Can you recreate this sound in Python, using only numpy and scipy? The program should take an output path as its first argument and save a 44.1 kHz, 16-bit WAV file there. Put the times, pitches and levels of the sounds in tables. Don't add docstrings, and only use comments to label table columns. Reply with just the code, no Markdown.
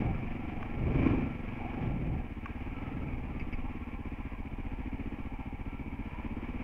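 import sys
import numpy as np
from scipy import signal
from scipy.fft import rfft, irfft
from scipy.io import wavfile

SR = 44100
rng = np.random.default_rng(int(sys.argv[2]) if len(sys.argv) > 2 else 0)


def materialize(psi):
    bounded = np.clip(np.atleast_2d(psi).T, -1, 1)
    quanta = np.round(bounded * 32767).astype(np.int16)
    wavfile.write(sys.argv[1], SR, quanta)


N = 292383
T = np.arange(N) / SR

# (time [s], firing rate [Hz])
FIRING_RATE = [(0.0, 20.81), (0.23, 24.1), (0.77, 22.63), (0.99, 26.53), (1.36, 22.94), (1.84, 24.14),
               (1.9, 19.29), (2.36, 15.49), (2.84, 20.36), (3.39, 16.71), (3.68, 18.0), (4.16, 14.99),
               (4.66, 15.13), (4.82, 13.86), (5.07, 15.95), (5.33, 14.4), (6.17, 15.73), (6.63, 17.97)]
# (time at the widest [s], opening [0-1], opening time [s], closing time [s])
THROTTLE_TWISTS = [(.03, 0.39, 0.3, 0.078), (1.092, 0.76, .26, .23), (1.82, 0.17, 0.18, 0.17),
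                   (5.0, 0.19, 0.47, 0.34), (6.35, 0.2, 0.62, 0.21), (6.6, 0.2, 0.19, .15)]

# (frequency [Hz], width [Hz], relative level [dB])
SNORKEL_MODES = [(208, 85, 0)]
AIRBOX_MODES = [(268, 92, 0)]
SILENCER_MODES = [(35, 17, 0), (66, 40, -7), (98, 24, -13), (125, 20, -18)]
FRAME_MODES = [(42, 48, 0)]
CASING_MODES = [(502, 110, 4.5), (1210, 59, -1), (1353, 22, 10.5), (1609, 33, 7), (2234, 240, 4.5),
                (2640, 650, -16.5)]
STONE_MODES = [(1150, 130, 0), (1600, 500, -8), (2350, 450, -10), (5000, 900, -24)]
SWINGARM_MODES = [(2280, 140, -5.5), (2540, 58, -3), (4710, 99, -7)]
CASE_LEAK_MODES = [(5200, 1900, -9)]

# (frequency [Hz], relative density [dB per Hz])
WIND_SPECTRUM = [(8, -6), (20, 0.5), (38, -4.5), (60, -10.5), (120, -35.5), (400, -68), (2000, -93)]
RUMBLE_SPECTRUM = [(15, -7), (45, 14), (85, 13.5), (140, 13.5), (200, 9), (320, -9), (600, -51.5),
                   (3000, -96)]
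CRUNCH_SPECTRUM = [(150, -27), (300, 1), (500, -7), (900, -17), (2000, -48.5), (6000, -79)]
CLATTER_SPECTRUM = [(200, -28.5), (350, -16.5), (480, -4), (650, 1.5), (950, 0), (1250, -4), (1500, -8.5),
                    (1950, -2), (2350, -1), (3000, -9.5), (3600, -23.5), (4200, -34), (4900, -31),
                    (7000, -42), (10000, -76)]
ROAR_SPECTRUM = [(110, -39), (165, -13), (215, -2), (280, 8.5), (390, 1.5), (520, -5), (700, -10.5),
                 (1100, -11.5), (1600, -27), (3000, -59.5), (7000, -107)]

# (at idle [dB], per doubling of engine speed [dB], added at full throttle [dB])
WIND_EFFORT = (-44, 3.4, 2)
DIRT_EFFORT = (-54, 15, 1.5)
GEAR_EFFORT = (-60, 3.6, 5)
CLATTER_EFFORT = (-53.5, 6.05, 9.6)
ROAR_EFFORT = (-57, 11.5, 22.4)
AIRBOX_EFFORT = (-45, 0.28, 21.8)
THUMP_EFFORT = (0.37, -2.2, 1)

# (time at the middle [s], half length [s], level [dB])
ROCKY_PATCHES = [(0.055, 0.11, -31), (0.237, 0.026, -36), (0.945, 0.17, -30), (1.15, 0.18, -35),
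                 (1.89, 0.1, -32), (2.076, 0.15, -34), (3.075, 0.18, -37.5), (3.358, 0.13, -41.5),
                 (5.864, 0.12, -48)]
# (time at the middle [s], half length [s], level [dB])
GEAR_SWELLS = [(.07, 0.078, -46.5), (.62, 0.16, -50), (1.64, 0.086, -45), (1.8, .1, -47.5),
               (2.16, 0.089, -54), (2.88, 0.037, -55), (3.68, 0.034, -51), (4.75, .22, -59),
               (5.42, 0.13, -53.5)]
# (time [s], peak level [dB])
STONE_HITS = [(.6265, -35), (.6291, -28.5), (2.4585, -28), (2.4611, -34)]
# (time [s], peak level [dB])
CHAIN_SLAPS = [(3.397, -38.5), (3.409, -43), (3.526, -38), (3.533, -37)]
# (time [s], centre [Hz], level [dB])
CHAIN_WHIR = [(0, 1292, -68), (2.5, 1340, -81), (2.85, 1316, -57.5), (3.15, 1256, -68.5), (3.65, 1102, -60),
              (4.8, 970, -65), (5.6, 949, -68), (6.2, 981, -56.5), (6.63, 1005, -70)]

IDLE_HZ, START_CYCLES = 15, -.075
GEAR_HZ, GEAR_DRIFT_HZ_PER_S = 764.6, 13
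CRUNCH_RE_RUMBLE_DB = -11.5
EXHAUST_DB, FRAME_DB = -39.3, -44.8
FALTER_S, FALTER_DB, FALTER_HALF_S = 6.128, -14, .03
HISS_DB, TOP_HZ = -78.5, 15720


def undb(db):
    return 10 ** (np.asarray(db) / 20)


def curves(rows):
    s, *columns = np.transpose(rows)
    return [np.interp(T, s, c) for c in columns]


def unit(x):
    return x / np.sqrt(np.mean(x ** 2))


def noise():
    return rng.standard_normal(N)


def walk(rate_hz):
    knots = rng.standard_normal(400)
    return unit(np.interp(T * rate_hz, np.arange(len(knots)), knots))


def colour(x, spectrum):
    hz, db = np.transpose(spectrum)
    f = np.maximum(np.fft.rfftfreq(N, 1 / SR), 1)
    gain = undb(np.interp(np.log(f), np.log(hz), db))
    return unit(irfft(rfft(x) * gain, N))


def ring(x, modes):
    out = 0
    for hz, width_hz, db in modes:
        b, a = signal.iirpeak(hz, hz / width_hz, fs=SR)
        out = out + undb(db) * signal.lfilter(b, a, x)
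    return out


def lowpass(x, hz, order=2):
    return signal.sosfilt(signal.butter(order, hz, fs=SR, output="sos"), x)


def kicks(turn, at, scatter_db):
    where = np.flatnonzero(np.diff(np.floor(turn - at)) > 0)
    out = np.zeros(N)
    out[where] = undb(scatter_db * rng.standard_normal(len(where)))
    return out


def throb(turn, at, depth_db):
    return unit(undb(depth_db * np.cos(2 * np.pi * (turn - at))))


def swell(s, half_s):
    return np.exp(-((T - s) / half_s) ** 2)


def swell_power(rows):
    return sum((undb(db) * swell(s, half_s)) ** 2 for s, half_s, db in rows)


def throttle():
    opening = np.zeros(N)
    for s, widest, rise_s, fall_s in THROTTLE_TWISTS:
        opening += widest * np.interp(T, [s - rise_s, s, s + fall_s], [0, 1, 0])
    return opening


def effort_db(law, firing_hz, opening):
    idle_db, speed_db, throttle_db = law
    return idle_db + speed_db * np.log2(firing_hz / IDLE_HZ) + throttle_db * opening


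def wind(wind_db):
    return colour(noise(), WIND_SPECTRUM) * undb(wind_db + 2 * walk(rate_hz=2.1))


def ground(dirt_db):
    rocks = np.sqrt(swell_power(ROCKY_PATCHES))
    rumble = colour(noise(), RUMBLE_SPECTRUM) * np.hypot(rocks, undb(dirt_db))
    crunch = colour(noise(), CRUNCH_SPECTRUM) * rocks * undb(CRUNCH_RE_RUMBLE_DB)
    return rumble + crunch


def knocks(events, modes, scrape_s, scrape):
    out, t = np.zeros(N), T[:4096]
    for s, db in events:
        push = scrape * rng.standard_normal(len(t)) * np.exp(-t / scrape_s)
        push[0] += 1
        body = ring(push, modes)
        leak = ring(ring(body, CASE_LEAK_MODES), CASE_LEAK_MODES)
        hit = lowpass(body, hz=2640, order=7) + leak
        start = int(s * SR)
        out[start:start + len(t)] += undb(db) * hit / np.max(np.abs(hit))
    return out


def whir(turn, hz, width_hz):
    shake = lowpass(noise(), width_hz) + 1j * lowpass(noise(), width_hz)
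    carrier = np.exp(2j * np.pi * np.cumsum(hz) / SR)
    return unit(np.real(shake * carrier)) * throb(turn, at=0.5, depth_db=1.5)


def gears(turn, floor_db):
    song = whir(turn, GEAR_HZ + GEAR_DRIFT_HZ_PER_S * T, width_hz=70)
    return song * np.sqrt(undb(floor_db) ** 2 + swell_power(GEAR_SWELLS))


def chain(turn):
    hz, db = curves(CHAIN_WHIR)
    return whir(turn, hz, width_hz=43) * undb(db)


def clatter(turn):
    ticks = (rng.random(N) < 1800 / SR) * np.sign(noise())
    tappets = unit(kicks(turn, at=.02, scatter_db=1.5)
                   + kicks(turn, at=.3, scatter_db=1.5)
                   + kicks(turn, at=.85, scatter_db=2.5))
    drive = unit(ticks) + 0.91 * noise()
    drive = drive * throb(turn, at=0.19, depth_db=1.5) * undb(0.67 * walk(rate_hz=18))
    blows = drive + undb(-4) * tappets
    casings = sum(ring(blows, [mode]) * undb(2 * walk(rate_hz=13)) for mode in CASING_MODES)
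    casings = unit(lowpass(casings, hz=2488, order=8))
    return unit(colour(drive, CLATTER_SPECTRUM) + undb(-5) * casings)


def thumps(turn, strokes):
    firings = kicks(turn, at=.2, scatter_db=1.2)
    exhaust = unit(lowpass(ring(firings, SILENCER_MODES), hz=92))
    shake = unit(lowpass(ring(strokes, FRAME_MODES), hz=300))
    return undb(EXHAUST_DB) * exhaust + undb(FRAME_DB) * shake


def roar(turn, roar_db):
    gulps = noise() * throb(turn, at=0.1, depth_db=4)
    return colour(gulps, ROAR_SPECTRUM) * undb(roar_db)


def intake(turn, strokes, airbox_db):
    chuff = unit(lowpass(ring(ring(strokes, SNORKEL_MODES), AIRBOX_MODES), hz=256))
    flutter = unit(ring(ring(noise(), AIRBOX_MODES), AIRBOX_MODES))
    flutter = flutter * throb(turn, at=.15, depth_db=1.5)
    share = undb(0.5 + 1.25 * (airbox_db - np.max(airbox_db)))
    return (chuff + share * flutter) / np.sqrt(1 + share ** 2) * undb(airbox_db)


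def scene():
    firing_hz, = curves(FIRING_RATE)
    turn = START_CYCLES + np.cumsum(firing_hz) / SR
    opening = throttle()

    def level_db(law):
        return effort_db(law, firing_hz, opening)

    air = wind(level_db(WIND_EFFORT))
    tyres = ground(level_db(DIRT_EFFORT))
    stones = knocks(STONE_HITS, STONE_MODES, scrape_s=0.004, scrape=0.045)
    slaps = knocks(CHAIN_SLAPS, SWINGARM_MODES, scrape_s=.007, scrape=.5)
    drivetrain = gears(turn, level_db(GEAR_EFFORT)) + chain(turn)
    valve_gear = clatter(turn) * undb(level_db(CLATTER_EFFORT))
    strokes = kicks(turn, 0, scatter_db=.9) - .88 * kicks(turn, 1 / 4, scatter_db=.9)
    thump = thumps(turn, strokes) * undb(level_db(THUMP_EFFORT))
    suction = intake(turn, strokes, level_db(AIRBOX_EFFORT)) + roar(turn, level_db(ROAR_EFFORT))
    suction = suction * undb(FALTER_DB * swell(FALTER_S, FALTER_HALF_S))
    return (air + tyres + stones + slaps + drivetrain + valve_gear + thump + suction)[None]


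def record(dry):
    fade_in = np.minimum(T / .004, 1)
    top_cut = signal.ellip(10, .2, 70, TOP_HZ, fs=SR, output="sos")
    return signal.sosfilt(top_cut, fade_in * dry + undb(HISS_DB) * noise())


dry = scene()
out = record(dry)
materialize(out)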